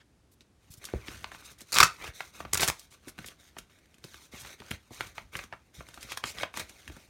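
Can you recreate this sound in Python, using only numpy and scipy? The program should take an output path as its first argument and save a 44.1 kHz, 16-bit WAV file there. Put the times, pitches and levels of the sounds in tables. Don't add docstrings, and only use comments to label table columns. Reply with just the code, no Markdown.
import sys
import numpy as np
from scipy import signal
from scipy.fft import rfft, irfft
from scipy.io import wavfile
from scipy.ndimage import uniform_filter1d, map_coordinates

SR = 44100
rng = np.random.default_rng(int(sys.argv[2]) if len(sys.argv) > 2 else 0)


def transcribe(signal):
    frames = np.atleast_2d(signal).T
    limited = np.clip(frames, -1, 1)
    pcm = np.round(limited * 32767).astype(np.int16)
    wavfile.write(sys.argv[1], SR, pcm)


N = 312669
TIME = np.arange(N) / SR

# (frequency [Hz], level per Hz [dB])
ROOM_SPECTRUM = [(25, -21), (48, -14.5), (68, -8), (110, -14), (300, -16.5), (500, -23.5), (1000, -29),
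                 (2300, -33.5), (3500, -35.5), (9500, -40), (15500, -53)]
# (frequency [Hz], level per Hz [dB])
SWAY_SPECTRUM = [(22, -21.5), (42, -5), (65, 4), (100, -0.5), (130, -5), (220, -11.5), (400, -23),
                 (900, -36), (3000, -49)]
# (peak time [s], decay [s], level [dB])
WAFTS = [(0.958, 0.03, -41), (1.09, 0.18, -48.5), (2.44, 0.17, -48.5), (3.21, 0.07, -57),
         (3.6, 0.03, -54.5), (4.425, 0.017, -53), (4.73, 0.025, -44), (5.0, 0.17, -52), (5.224, 0.02, -49),
         (5.35, 0.1, -53.5), (5.79, 0.011, -46), (6.3, 0.018, -54), (6.43, 0.05, -57.5),
         (6.62, 0.02, -48.5), (6.888, 0.043, -45)]
WAFT_RISE_S = 0.027
# (time [s], knock level [dB], thud level [dB])
DESK_BUMPS = [(0.9377, -19, -34), (0.946, -31, -16.5), (0.9605, -47, -27)]
# (frequency [Hz], level [dB], t60 [s])
KNOCK_MODES = [(340, -13, 0.011), (423, 1.5, 0.015), (650, -18, 0.013), (1320, -22, 0.0087)]
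# (frequency [Hz], level [dB], t60 [s])
THUD_MODES = [(62, -6, 0.055), (125, -16, 0.084), (187, -17, 0.075)]
# (time [s], level [dB], starting pitch [Hz])
PRESSES = [(0.702, -45.5, 118), (0.777, -47, 111), (2.019, -57, 133), (2.089, -40, 103), (2.51, -60, 90),
           (2.545, -36, 110), (2.684, -31, 125), (4.713, -41.5, 80.6), (5.068, -48.5, 109),
           (5.79, -47, 139.3), (6.431, -60.5, 122), (6.90, -68.5, 75)]
# (time [s], ring level [dB], ring pitch [Hz], treble tick level [dB], low puff level [dB])
CREASES = [(0.408, -57, 3200, -67, -61), (0.739, -77, 3390, -48, -63), (0.842, -47.5, 2240, -43, -56),
           (0.853, -66, 2970, -35, -81), (0.888, -48.5, 1370, -64, -58), (1.0833, -40.5, 2180, -65, -42.5),
           (1.2437, -35.5, 1900, -73, -57), (1.3175, -44, 1450, -53, -61), (1.348, -47.5, 1580, -53, -62),
           (1.424, -56.5, 1280, -71, -65), (1.5161, -60, 2400, -50.5, -54), (1.6074, -54.5, 2220, -45, -63),
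           (1.616, -70, 2070, -44.5, -53), (2.0417, -42.5, 1300, -48, -74), (2.2058, -34, 1480, -46, -65),
           (2.4043, -39.5, 1280, -51, -46), (2.451, -42.5, 1370, -63, -46.5), (2.7954, -71, 2440, -44, -74),
           (3.073, -58.5, 650, -55.5, -44), (3.0824, -49, 1450, -45.5, -53), (3.0918, -57, 910, -52, -56.5),
           (3.181, -51, 2020, -55, -49), (3.1878, -42.5, 1860, -50.5, -41), (3.2443, -45.5, 1540, -62, -51),
           (3.2621, -55, 3300, -43, -65), (3.2853, -45.5, 2840, -49, -57), (3.567, -46.5, 1238, -72, -52),
           (3.5855, -43.5, 2280, -40, -50), (3.788, -66.5, 2180, -64.5, -68.5),
           (3.8572, -66, 2200, -67, -67), (3.9427, -60, 2260, -59.5, -64), (3.983, -66, 2100, -61, -64),
           (4.0411, -46, 2960, -50, -49.5), (4.046, -59, 1690, -49, -45), (4.1434, -48.5, 1940, -54, -59.5),
           (4.3355, -53, 583, -65, -44), (4.4489, -46, 1360, -70, -55), (4.602, -49, 1980, -57, -48),
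           (4.62, -50, 1310, -66, -54), (4.7096, -43, 1860, -38, -35), (4.714, -33.5, 2000, -44, -47),
           (4.9075, -52, 480, -62, -44.5), (5.0078, -30.5, 1660, -42, -45.5), (5.071, -60, 2510, -52, -56),
           (5.1811, -37, 1400, -71, -56), (5.3534, -34, 1710, -48.5, -41), (5.368, -60, 2300, -39.5, -70),
           (5.3909, -37.5, 1630, -69, -51), (5.4387, -48, 2030, -47.5, -51.5),
           (5.526, -40, 1187, -69.5, -50), (5.5354, -44, 1140, -66, -54.5), (5.807, -45.5, 1080, -66, -52),
           (5.887, -52, 2110, -50.5, -53), (5.9422, -51.5, 2290, -47.5, -71),
           (5.9756, -47, 1320, -57, -49.5), (6.0288, -45.5, 2260, -40.5, -54),
           (6.047, -64, 2200, -61, -47.5), (6.1197, -36, 1950, -38, -52), (6.1736, -37, 1330, -35, -59),
           (6.2394, -29.5, 2050, -43, -41), (6.3855, -39.5, 2350, -63, -60), (6.4, -42.5, 2130, -48, -71),
           (6.4327, -28, 1480, -59, -42.5), (6.5408, -43, 1800, -50, -59), (6.5726, -37, 1650, -34, -46),
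           (6.5958, -41, 2750, -34, -47), (6.5998, -38.5, 2090, -45, -54),
           (6.6952, -53.5, 2600, -47, -55.5), (6.878, -43.5, 2380, -48, -69),
           (6.899, -53, 1790, -69, -47.5), (6.9663, -53, 1010, -53.5, -48.5)]
# (centre [Hz], nominal width [Hz], level [dB])
PANEL_RESONANCES = [(383, 110, -6), (613, 90, -2), (840, 67, -6.5), (1300, 71, -20.5), (2350, 2700, -13),
                    (4500, 680, -16.5)]
# (time [s], length [s], level [dB], centre [Hz])
SCRAPES = [(0.002, 0.02, -60, 1850), (0.316, 0.027, -64, 7400), (0.408, 0.016, -62.5, 3400),
           (0.706, 0.04, -53, 7200), (0.771, 0.019, -56, 7050), (1.448, 0.022, -50.5, 5020),
           (1.587, 0.004, -47, 5900), (2.907, 0.039, -58.5, 5240), (3.079, 0.023, -48.5, 6500),
           (3.26, 0.027, -47, 6500), (4.375, 0.021, -51, 2500), (4.394, 0.03, -48, 5950),
           (5.79, 0.012, -54, 2200), (6.006, 0.037, -52, 4570), (6.096, 0.04, -43.5, 2980),
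           (6.251, 0.055, -42, 3900), (6.382, 0.045, -48, 3700), (6.552, 0.028, -51, 3000)]
# (start time [s], length [s], hiss level [dB], sheet body level [dB], swell from start to end [dB])
STROKES = [(0.6, 0.1, -75, -76, 5), (0.796, 0.36, -62, -55.5, -3), (1.052, 0.25, -56, -52.5, -12),
           (1.307, 0.14, -59, -57.5, -11), (1.425, 0.1, -56, -58.5, -4), (1.576, 0.037, -60, -58, -1.5),
           (1.65, 0.08, -59.5, -63, 10), (1.863, 0.11, -57, -55, -9), (1.97, 0.11, -52.5, -44, 6),
           (2.128, 0.16, -54.5, -57, -4), (2.322, 0.086, -54, -52.5, 5.5), (2.454, 0.077, -66, -59, 1),
           (2.716, 0.13, -60.5, -67, 2), (2.902, 0.051, -61, -60, -1), (3.013, 0.069, -66.5, -62, 8.5),
           (3.172, 0.14, -60.5, -58.5, 0), (3.376, 0.12, -62.5, -63.5, -3), (3.687, 0.097, -70, -66.5, -8),
           (4.03, 0.23, -58.5, -62, 1.5), (4.311, 0.22, -53.5, -53, 1), (4.569, 0.18, -62, -56, 10),
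           (4.79, 0.095, -72, -74, 0), (4.909, 0.19, -53.5, -54, -4), (5.14, 0.078, -58.5, -59, -6),
           (5.317, 0.11, -54.5, -48.5, -3), (5.732, 0.093, -57.5, -61, -5.5),
           (5.83, 0.31, -60.5, -56.5, 14), (6.246, 0.065, -46, -50.5, 1), (6.328, 0.096, -53.5, -43, 11),
           (6.527, 0.084, -50.5, -46, 9), (6.643, 0.41, -61.5, -61, -1.5)]
STROKE_ATTACK_S, STROKE_RELEASE_S = 0.024, 0.018
# (frequency [Hz], level per Hz [dB])
HISS_SPECTRUM = [(1000, -20.5), (2500, -16), (3800, 1), (4900, -8), (6200, -1), (8000, -11), (9400, -4),
                 (10700, -17.5), (13000, -9), (16000, -20.5)]
# (frequency [Hz], level per Hz [dB])
BODY_SPECTRUM = [(150, -7), (400, -1.5), (650, 1), (900, -1.5), (1300, 0), (1700, -3), (2300, 3.5),
                 (3200, -9.5), (7000, -25)]
SETTLE_HISS_DB, SETTLE_BODY_DB, LOAD_S, SETTLE_S = -12, -13.5, 0.0081, 0.02
HOLD_FROM_S, HOLD_RISE_S, HOLD_HISS_DB, HOLD_BODY_DB = 0.54, 0.12, -77, -72
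# (time [s], length [s], level [dB], treble minus mids [dB])
SURGES = [(1.721, 0.00079, -22, 10), (1.726, 0.006, -25.5, 6.5), (1.741, 0.0066, -24, 7),
          (1.7515, 0.0053, -23, 5), (1.76, 0.0026, -18.5, -7), (1.766, 0.0062, -17, -10),
          (1.776, 0.0041, -18, -9), (1.7851, 0.0014, -5.5, -2.5), (1.8021, 0.0034, -5.5, -4.5),
          (1.805, 0.011, -13.5, -11), (1.8291, 0.0075, -8.5, -5.5), (1.842, 0.0037, -22, -1),
          (2.5326, 0.0035, -17.5, 6), (2.5432, 0.0045, -21, 9), (2.552, 0.0044, -25, -24),
          (2.5734, 0.0056, -23, 0), (2.585, 0.0027, -33, -6), (2.5956, 0.0068, -26.5, -11),
          (2.605, 0.009, -24.5, 3), (2.6173, 0.0028, -21, 0.5), (2.622, 0.0056, -23.5, -1),
          (2.63, 0.0056, -18.5, -10), (2.636, 0.013, -30, 3), (2.6772, 0.0018, -19.5, 7),
          (2.682, 0.0064, -20.5, 2.5), (2.694, 0.0036, -40, 5), (2.6994, 0.0016, -18, -3.5)]
# (time [s], level [dB])
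PULLS = [
    [(1.72, -73), (1.733, -31), (1.77, -43), (1.80, -25.5), (1.825, -27.5), (1.85, -28.5), (1.88, -39)],
    [(2.53, -32.5), (2.565, -46), (2.60, -43), (2.635, -26.5), (2.66, -37), (2.695, -29), (2.72, -66),
     (2.76, -64)],
]
# (frequency [Hz], level per Hz [dB])
TEAR_SPECTRA = [
    [(25, -34.5), (45, -9), (170, -7), (270, -18), (380, -13.5), (550, -12), (850, -6.5), (1250, 2),
     (1850, -10), (2350, -4), (3150, -12), (3800, -7), (6100, -8.5), (16000, -24)],
    [(25, -27), (42, -8), (70, 1), (250, -8.5), (400, -2.5), (520, -5.5), (900, -3), (1300, -4.5),
     (1900, -1.5), (2400, -3.5), (3200, -5), (6600, -3.5), (10500, -7.5), (16000, -15)],
]


def undb(db):
    return 10 ** (np.asarray(db) / 20)


def unit(x):
    return x / np.sqrt(np.mean(x ** 2) + 1e-20)


def curve(rows):
    s, db = np.transpose(rows)
    return undb(np.interp(TIME, s, db, left=-200, right=-200))


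def add(out, s, sound):
    start = max(int(s * SR), 0)
    out[start:start + len(sound)] += sound[:max(len(out) - start, 0)]


def band(x, lo_hz, hi_hz, order=2):
    lo_hz = min(lo_hz, hi_hz / 2)
    return signal.lfilter(*signal.butter(order, [lo_hz, hi_hz], "band", fs=SR), x)


def pulse(points, size=4096):
    hz, db = np.transpose(points)
    bins_hz = np.arange(size // 2 + 1) * SR / size
    log_gain = np.log(undb(np.interp(np.log(bins_hz + 1), np.log(hz), db)))
    cepstrum = irfft(log_gain)
    cepstrum[1:size // 2] *= 2
    cepstrum[size // 2 + 1:] = 0
    return irfft(np.exp(rfft(cepstrum)))


def through(x, response):
    return signal.fftconvolve(x, response / np.linalg.norm(response))[:len(x)]


def colour(x, points):
    return through(x, pulse(points))


def walk(rate):
    return np.interp(TIME * rate, np.arange(8192), rng.standard_normal(8192))


def snaps(rate, spread_db):
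    size = undb(spread_db * np.minimum(rng.exponential(size=N), 4))
    sign = rng.choice([-1, 1], N)
    return unit((rng.random(N) < rate / SR) * size * sign)


def gesture(s, length, attack_s, release_s, swell_db=0):
    t = TIME - s
    held = undb(swell_db * (np.clip(t / max(length, attack_s), 0, 1) - .5))
    return np.clip(t / attack_s, 0, 1) * held * np.exp(-np.maximum(t - length, 0) / release_s)


def sway(body_force, rest_db=-70, follow_db=-11):
    power = undb(rest_db) ** 2 + (undb(follow_db) * body_force) ** 2
    for peak_s, decay_s, db in WAFTS:
        waft = gesture(peak_s - WAFT_RISE_S, WAFT_RISE_S, WAFT_RISE_S, decay_s)
        power += (undb(db) * waft) ** 2
    return np.sqrt(power)


def air(body_force, sway_db=-1, floor_db=-67):
    gusts = rng.standard_normal(N) * sway(body_force) * undb(0.73 * walk(38))
    flutter = colour(gusts, SWAY_SPECTRUM)
    floor = colour(rng.standard_normal(N), ROOM_SPECTRUM)
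    return undb(sway_db) * flutter + undb(floor_db) * floor


def room(x, t60_low=0.19, t60_high=0.077, wet_db=-9, wet_high_db=-12):
    t = TIME[:SR // 2]
    noise = rng.standard_normal(len(t)) * np.clip((t - .001) / .002, 0, 1)
    response = 1. * (t == 0)
    for lo_hz, hi_hz, t60, db in [(90, 6100, t60_low, wet_db), (6500, 18000, t60_high, wet_high_db)]:
        tail = noise * np.exp(-np.log(1000) * t / t60)
        response = response + undb(db) * band(tail / np.linalg.norm(tail), lo_hz, hi_hz, order=1)
    return signal.fftconvolve(x, response)[:N]


def ringing(modes, t):
    return sum(undb(db) * np.sin(2 * np.pi * hz * t) * np.exp(-np.log(1000) * t / t60)
               for hz, db, t60 in modes)


def desk():
    out, t = np.zeros(N), TIME[:SR // 4]
    knock, thud = ringing(KNOCK_MODES, t), ringing(THUD_MODES, t)
    for s, knock_db, thud_db in DESK_BUMPS:
        add(out, s, undb(knock_db) * knock + undb(thud_db) * thud)
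    return out


def presses(swell_s=0.0026, sag=0.37, press_db=3):
    out, t = np.zeros(N), TIME[:SR // 12]
    swell = t / swell_s * np.exp(1 - t / swell_s)
    for s, db, hz in PRESSES:
        phase = 2 * np.pi * hz * t * (1 - sag * t / t[-1])
        add(out, s, undb(db + press_db) * np.sin(phase) * swell)
    return out


def panels(x, direct_db=-3, panel_db=-1):
    ring = sum(undb(db) * band(x, hz - width / 2, hz + width / 2, order=1)
               for hz, width, db in PANEL_RESONANCES)
    return undb(direct_db) * x + undb(panel_db) * ring


def creases(tick_s=0.0049, puff_s=0.0092, below=1.855, above=1.654, tick_db=-2, puff_db=-5.5):
    out, t = np.zeros(N), TIME[:SR // 20]
    chance = rng.standard_normal((len(CREASES), 3, len(t)))
    cycles, scatter = 4.5, .4
    click_gain, puff_gain = np.sqrt(.008 / t[-1]), np.sqrt(.025 / t[-1])
    flip = (t == 0) * 2.
    for (s, ring_db, hz, high_db, low_db), (ring_noise, tick_noise, puff_noise) in zip(CREASES, chance):
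        reflections = scatter * ring_noise * np.exp(-t * hz / cycles)
        ring = band(flip + reflections, hz / below, hz * above)
        fold = flip + scatter * tick_noise * np.exp(-t / tick_s)
        tick = band(band(fold, 3500, 11200, order=1), 2500, 14000)
        puff = band(puff_noise * np.exp(-t / puff_s), 43.6, 230)
        click = undb(ring_db) * unit(ring) + undb(high_db + tick_db) * unit(tick)
        add(out, s, click_gain * click)
        add(out, s, puff_gain * undb(low_db + puff_db) * unit(puff))
    return out


def scrapes(width=2.02, edge_s=0.009, scrape_db=-1):
    out, slips = np.zeros(N), snaps(4000, 1.8)
    click = 1. * (TIME[:SR // 100] == 0)
    for s, length, db, hz in SCRAPES:
        gate = np.clip(np.minimum(TIME - s, s + length - TIME) / edge_s + .5, 0, 1)
        out += undb(db + scrape_db) * through(slips * gate, band(click, hz / width, hz * width))
    return out


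def crinkles(rubbing, count=1800, size_db=2):
    out, t = np.zeros(N), TIME[:SR // 120]
    low_hz, high_hz, cycles, spread_db = 1200, 8000, 1.2, 13
    for when, pitch, size in rng.random((count, 3)):
        hz = low_hz * (high_hz / low_hz) ** pitch
        pop = np.sin(2 * np.pi * hz * t) * np.exp(-hz * t / cycles) * np.sqrt(hz / low_hz)
        level = rubbing[int(when * N)] * undb(size_db + spread_db * size ** 3)
        add(out, when * N / SR, pop * level)
    return out


def rubbing_force():
    held = np.clip((TIME - HOLD_FROM_S) / HOLD_RISE_S, 0, 1)
    hiss, body = (held * undb(HOLD_HISS_DB)) ** 2, (held * undb(HOLD_BODY_DB)) ** 2
    for s, length, hiss_db, body_db, swell_db in STROKES:
        stroke = gesture(s, length, STROKE_ATTACK_S, STROKE_RELEASE_S, swell_db)
        hiss += (undb(hiss_db) * stroke) ** 2
        body += (undb(body_db) * stroke) ** 2
    for s, ring_db, _, tick_db, _ in CREASES:
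        near = np.abs(TIME - s) < .15
        t = TIME[near] - s
        flex = np.exp(np.minimum(t / LOAD_S, -t / SETTLE_S))
        hiss[near] += (undb(tick_db + SETTLE_HISS_DB) * flex) ** 2
        body[near] += (undb(ring_db + SETTLE_BODY_DB) * flex) ** 2
    return np.sqrt(hiss), np.sqrt(body)


def sliding(hiss_force, body_force, hiss_rate=10000, body_rate=2500, spread_db=3, judder_db=2,
            hiss_db=-1, body_db=-3.0):
    grip = undb(judder_db * walk(90))
    hiss_grains = snaps(hiss_rate, spread_db) * grip * hiss_force
    body_grains = snaps(body_rate, spread_db) * grip * undb(1.5 * walk(45)) * body_force
    hiss = colour(hiss_grains, HISS_SPECTRUM)
    body = colour(body_grains, BODY_SPECTRUM)
    return undb(hiss_db) * hiss + undb(body_db) * body


def shifting(x, rate, gap_s=0.000648):
    share, swing = .45, .4
    lag = gap_s * np.exp(swing * walk(rate))
    echo = map_coordinates(x, [(TIME - lag) * SR], order=3)
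    return (x + share * band(echo, 460, 8100, order=1)) / np.hypot(1, share)


def rips(fibre_rate=6000, spread_db=1.0, release_s=0.00031, surge_db=-1.84, pull_db=-2, split_hz=4500):
    out, t = np.zeros(N), TIME[:SR // 20]
    fibres = snaps(fibre_rate, spread_db)
    crowd_power = np.abs(uniform_filter1d(fibres ** 2, SR // 400))
    fibres = fibres / np.sqrt(crowd_power + .03)
    creep = snaps(5000, 3.1) * undb(pull_db)
    for pull, spectrum in zip(PULLS, TEAR_SPECTRA):
        mids_force, treble_force = np.zeros(N), np.zeros(N)
        for s, length, db, treble_db in SURGES:
            if pull[0][0] - .1 < s < pull[-1][0]:
                release = np.exp(-np.maximum(t - length, 0) / release_s)
                surge = undb(db + surge_db) * release / np.hypot(1, undb(treble_db))
                add(mids_force, s, surge)
                add(treble_force, s, surge * undb(treble_db))
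        sheet = pulse(spectrum)
        out += through(fibres * mids_force, band(sheet, 25, split_hz, order=3))
        out += through(fibres * treble_force, band(sheet, split_hz, .47 * SR, order=3))
        out += through(creep * curve(pull), sheet)
    return out


def scene():
    tearing = shifting(rips(), rate=110, gap_s=.0007)
    hiss_force, body_force = rubbing_force()
    ticking = crinkles(np.sqrt(hiss_force * body_force))
    rubbing = shifting(sliding(hiss_force, body_force) + scrapes() + ticking, rate=18)
    handling = panels(creases()) + presses() + desk()
    return (room(tearing + rubbing + handling) + air(body_force))[None]


def record(dry, rumble_hz=33, top_hz=16200):
    sound = signal.sosfilt(signal.butter(4, rumble_hz, "high", fs=SR, output="sos"), dry)
    rounded = np.tanh(sound)
    return signal.sosfilt(signal.ellip(8, .2, 70, top_hz, fs=SR, output="sos"), rounded)


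dry = scene()
out = record(dry)
transcribe(out)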